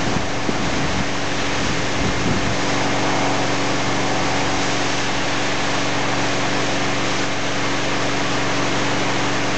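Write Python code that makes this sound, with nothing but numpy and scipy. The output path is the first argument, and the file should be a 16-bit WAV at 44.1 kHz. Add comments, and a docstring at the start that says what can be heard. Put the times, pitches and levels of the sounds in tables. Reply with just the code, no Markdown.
"""A fire engine's V8 runs at pumping speed, about 2800 rpm, at the edge of an open field.
Its periodic exhaust pulses drone as a harmonic series, its firings clatter over the fan's rush,
and its pump drive whines. A hose nozzle throws a turbulent, hissing jet over a pond.
Eddies of a breeze buffet the small microphone, mostly in the first seconds."""
import sys
import numpy as np
from scipy import signal
from scipy.fft import rfft, irfft, next_fast_len
from scipy.io import wavfile

SR = 44100
rng = np.random.default_rng(int(sys.argv[2]) if len(sys.argv) > 2 else 0)


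def unload_audio(sound):
    """Save the sound as a 16-bit wav file, at the path given as the first command line argument."""
    columns = np.transpose(np.atleast_2d(sound))
    # keep every value between -1 and 1, then stretch to whole-number steps
    steps = np.round(np.clip(columns, -1, 1) * 32767)
    wavfile.write(sys.argv[1], SR, steps.astype(np.int16))


N = 422037

# crankshaft speed: (time [s], speed [rpm])
ENGINE_SPEED = [(0, 2794), (1, 2806), (2, 2809), (3, 2815), (4.5, 2811), (5.2, 2820), (7, 2827), (8, 2824),
                (8.6, 2835), (9.57, 2837)]
# strength of each cylinder's beat, in firing order: (level [dB])
FIRING_LEVELS = [1, -0.27, 2.026, 0.13, -1, -1.97, 1.98, 1.5]
# exhaust and pump harmonics: (order [multiple of the four-stroke cycle rate], relative level [dB])
EXHAUST_HARMONICS = [(3, -47.5), (4, -48), (5, -31), (6, -38.5), (7, -41), (8, -33.5), (9, -41), (10, -44),
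                     (12, -28.5), (13, -42), (14, -34), (15, -42), (16, -37.5), (17, -44.5), (18, -37),
                     (20, -44.5), (22, -35), (23, -47.5), (25, -48.5), (26, -42.5), (27, -41.5),
                     (28, -38.5), (29, -42), (30, -42.5), (31, -49.5), (32, -34.5), (34, -55), (36, -38),
                     (38, -45.5), (40, -44), (41, -44), (42, -52.5), (47, -55), (48, -43)]
PUMP_HARMONICS = [(68, -54), (74, -44.5), (78, -44), (90, -38.5), (92, -47.5), (94, -44)]
# the engine's sound as the microphone turns: (time [s], level [dB], hollow band gain [dB])
ENGINE_PICKUP = [(0, -0.5, 0.5), (1.7, -1.5, -1.5), (2.45, -0.9, -2), (2.75, 0.7, 0), (3.25, 1.2, 3),
                 (3.6, 0.3, -2.5), (4.35, 0.6, 3), (4.9, -0.9, 0), (5.5, -1.4, 2), (6.2, 0.5, -0.4),
                 (7.1, -0.8, -1.5), (8.3, -0.2, -2), (8.8, 0.9, -1.5), (9.57, -0.2, -3.2)]
# hollow-sounding bands of the engine: (centre frequency [Hz])
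HOLLOW_BANDS = [790, 2190]
# spectra of the four noises: (frequency [Hz], relative spectral density [dB])
CLATTER_SPECTRUM = [(30, -24.5), (60, -13.5), (120, -16), (240, -5.5), (420, -2.5), (560, -2.5),
                    (720, -1.5), (860, -3), (1000, -3.5), (1130, -3), (1400, -8.5), (1950, -9.5),
                    (2190, -9.5), (2500, -13), (3000, -23.5), (8000, -63)]
RUSH_SPECTRUM = [(300, -13.5), (900, -5.5), (1400, 0), (1750, 3.5), (2000, -0.5), (2350, 0.5), (3000, -1),
                 (4000, -6.5), (8000, -51)]
HISS_SPECTRUM = [(1500, -12), (3000, 0.5), (4000, 1), (5000, 2), (6500, 1.5), (7200, -4), (8000, -12),
                 (9000, -35.5)]
WIND_SPECTRUM = [(20, -9.5), (40, 0.5), (70, 4.5), (130, 0.5), (220, -1.5), (350, -18), (700, -58)]
# rush of the stream as the nozzle is swung round: (time [s], level [dB])
STREAM_LEVEL = [(0, -30.5), (0.9, -29.5), (1.55, -28), (2.1, -29.5), (3.2, -29.5), (4.1, -30), (5.3, -26.6),
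                (6.0, -28), (9.57, -27.5)]
# flares of spray as the jet is jerked: (start [s], duration [s], rise of the hiss [dB])
SPRAY_FLARES = [(1.6, 0.13, 2), (2.55, 0.31, 2), (2.9, 1.73, 1.3), (4.58, 0.48, 2.5), (5.3, 0.26, 0.5),
                (5.67, 0.18, 2), (6.2, 0.16, 1.5), (6.55, 0.2, 1.5), (7.05, 0.21, 2)]
# the breeze between gusts, dying down: (time [s], level [dB])
BREEZE_LEVEL = [(0, -33.5), (2.5, -38), (3.4, -49), (9.57, -47)]
# gusts on the microphone: (start [s], duration [s], level [dB])
WIND_GUSTS = [(0, 0.26, -30), (0.61, 0.41, -29), (1.38, 0.05, -27), (1.6, 0.2, -28), (1.96, 0.47, -30),
              (2.45, 0.073, -23.5), (3.87, 0.14, -40), (4.14, 0.48, -38), (5.14, 0.17, -38),
              (5.52, 0.15, -39), (6.86, 0.079, -34), (8.25, 0.14, -39)]
# single strong eddies: (time [s], crest level [dB], half duration [s], centre frequency [Hz])
WIND_BUFFETS = [(0.073, -24, 0.0092, 148), (0.119, -25, 0.012, 200), (0.171, -17, 0.0066, 135),
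                (0.493, -13, 0.004, 210), (0.704, -28, 0.15, 193), (0.995, -22, 0.02, 170),
                (1.641, -28, 0.028, 200), (1.709, -23, 0.015, 170), (2.058, -22.5, 0.041, 180),
                (2.277, -22, 0.018, 170), (2.336, -21, 0.035, 226), (2.472, -23, 0.0095, 151),
                (3.89, -30, 0.011, 130)]
# brief dips in everything but the buffets: (time [s], depth [dB])
LEVEL_DIPS = [(0.175, 2.5), (1.0, 1.5), (7.24, 1.5)]


def exhaust(cycles, engine_db):
    """Periodicity: uneven pulses from two cylinder banks fill in the harmonics of the cycle rate."""
    drone = harmonics(cycles, EXHAUST_HARMONICS, fade_hz=0.7, shake=0.07, smear_rad=1.16)
    return from_db(0.67 + 1.4 * engine_db) * drone


def clatter(cycles, engine_db, decay_firings=0.31, fan_share=0.76, level_db=-25.8):
    """Amplitude modulation: each of eight firings adds a noise burst to the fan's even rush."""
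    firing, since_firing = np.divmod(8 * cycles, 1)
    strength = from_db(FIRING_LEVELS)[firing.astype(int) % 8]
    beats = unit_rms(strength * np.exp(-since_firing / decay_firings))
    envelope = np.sqrt(fan_share + (1 - fan_share) * beats ** 2)
    return from_db(level_db + engine_db) * shaped_noise(CLATTER_SPECTRUM, envelope)


def pump(cycles):
    """Synchronous rotation: gears and impeller, locked to the crankshaft, whine at high orders."""
    return harmonics(cycles, PUMP_HARMONICS, fade_hz=0.49, shake=0.09, smear_rad=2.96)


def harmonics(cycles, orders, fade_hz, shake, smear_rad, fade_db=1.0):
    """Fourier synthesis: a sound in step with the firings is a sum of multiples of the cycle rate."""
    out, top_order = np.zeros(N), orders[-1][0]
    firing_spectrum = np.fft.fft(from_db(FIRING_LEVELS))
    for order, db in orders:
        # pipes and panels smear the pulses
        phase = np.angle(firing_spectrum[order % 8]) + smear_rad * rng.standard_normal()
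        air_db = fade_db * order / top_order * drift(fade_hz)  # high harmonics fade most deeply
        tremor = 1 + shake * drift(14)  # uneven combustion
        out += from_db(db + air_db) * tremor * np.cos(2 * np.pi * order * cycles + phase)
    return out


def hollow(sound, gain_db, width_hz):
    """Coloration: two bands of the engine's sound swell and sink together as the microphone turns."""
    bands = sum(signal.lfilter(*signal.iirpeak(hz, hz / width_hz, fs=SR), sound) for hz in HOLLOW_BANDS)
    return sound + (from_db(gain_db) - 1) * bands


def water_jet(flutter_db=0.42):
    """Turbulence: the stream rushes from the nozzle and tears into spray, the two fluttering as one."""
    stream_db, = curves(STREAM_LEVEL)
    flare_db = plateaus(SPRAY_FLARES, edge_s=0.13)
    rush_db = stream_db + 0.15 * flare_db
    hiss_db = -32 + 0.3 * (stream_db - stream_db.mean()) + flare_db
    turbulence_db = flutter_db * drift(32)
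    rush = from_db(rush_db + turbulence_db) * shaped_noise(RUSH_SPECTRUM)
    hiss = from_db(hiss_db + turbulence_db) * shaped_noise(HISS_SPECTRUM)
    return rush + hiss


def wind(lumps_db=2.0):
    """Pressure fluctuation: eddies rumble at the microphone port; breeze and gusts add in power."""
    breeze_db, = curves(BREEZE_LEVEL)
    gusts = plateaus([(start, length, from_db(db)) for start, length, db in WIND_GUSTS], edge_s=0.063)
    lumps = from_db(lumps_db * drift(19))
    return np.hypot(from_db(breeze_db), gusts) * lumps * shaped_noise(WIND_SPECTRUM)


def buffets(edge_ratio=1.57):
    """Pressure transients: the strongest eddies strike as short thumps of low band-limited noise."""
    out, t = np.zeros(N), np.arange(-SR // 4, SR // 4) / SR
    for crest_s, db, half_s, hz in WIND_BUFFETS:
        band = signal.butter(2, [hz / edge_ratio, hz * edge_ratio], "band", fs=SR, output="sos")
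        swell = np.exp(-.5 * (t / half_s) ** 2)
        thump = swell * signal.sosfilt(band, rng.standard_normal(len(t)))
        thump *= from_db(db) * np.linalg.norm(swell) / np.linalg.norm(thump)
        out += np.interp(np.arange(N) / SR - crest_s, t, thump, left=0, right=0)
    return out


def dips(fall_s=0.0067, hold_s=0.15, recovery_db_per_s=6):
    """Attenuation: a gain that drops quickly, stays down a moment and recovers at a steady rate."""
    t, loss_db = np.arange(N) / SR, np.zeros(N)
    for start, depth_db in LEVEL_DIPS:
        onset = np.clip((t - start) / fall_s, 0, 1)
        recovered_db = recovery_db_per_s * np.maximum(t - start - hold_s, 0)
        loss_db += onset * np.maximum(depth_db - recovered_db, 0)
    return from_db(-loss_db)


def shaped_noise(spectrum, envelope=1):
    """Source and filter: white noise under an envelope is given a spectrum and scaled to rms 1."""
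    excitation = envelope * rng.standard_normal(N)
    size = next_fast_len(N)
    hz, db = np.transpose(spectrum)
    bin_hz = np.maximum(np.fft.rfftfreq(size, 1 / SR), 1)
    response = from_db(np.interp(np.log(bin_hz), np.log(hz), db))
    return unit_rms(irfft(rfft(excitation, size) * response, size)[:N])


def drift(rate_hz):
    """Random modulation: noise low-passed at rate_hz wanders slowly with rms 1."""
    hop, warm_up = 40, 2000
    pole = np.exp(-2 * np.pi * hop * rate_hz / SR)
    noise = rng.standard_normal(N // hop + warm_up + 2)
    slow = signal.lfilter([1], [1, -2 * pole, pole * pole], noise)[warm_up:]
    return np.interp(np.arange(N) / hop, np.arange(len(slow)), unit_rms(slow))


def plateaus(rows, edge_s):
    """Superposed trapezoids: each row (start, length, height) rises, holds and falls."""
    t = np.arange(N) / SR
    return sum(height * np.clip(np.minimum(t - start, start + length - t) / edge_s + .5, 0, 1)
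               for start, length, height in rows)


def curves(rows):
    """Linear interpolation: each column after the time, at every sample."""
    times, *columns = np.transpose(rows)
    return [np.interp(np.arange(N) / SR, times, column) for column in columns]


def from_db(db):
    """Decibel scale: 20 dB is a factor of ten in amplitude."""
    return 10 ** (np.asarray(db) / 20)


def unit_rms(x):
    """Normalisation to rms 1."""
    return x / np.sqrt(np.mean(x ** 2) + 1e-20)


def scene():
    """Superposition: engine, jet and wind simply add together."""
    rpm, = curves(ENGINE_SPEED)
    engine_db, hollow_db = curves(ENGINE_PICKUP)
    cycle_hz = rpm / 120  # one four-stroke cycle takes two turns
    cycles = np.cumsum(cycle_hz * (1 + 0.00026 * drift(3))) / SR
    drone = hollow(exhaust(cycles, engine_db), 1.3 * hollow_db, width_hz=140)
    roar = hollow(clatter(cycles, engine_db), hollow_db, width_hz=130)
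    sustained = drone + roar + pump(cycles) + water_jet() + wind()
    return (dips() * sustained + buffets())[None]


def record(dry, cutoff_hz=9000, dc_offset=-0.0704):
    """Band limiting: a small camera cuts the top treble, and its signal rests a little below zero."""
    low_pass = signal.ellip(12, .1, 90, cutoff_hz, fs=SR, output="sos")
    return signal.sosfilt(low_pass, dry) + dc_offset


dry = scene()
out = record(dry)
unload_audio(out)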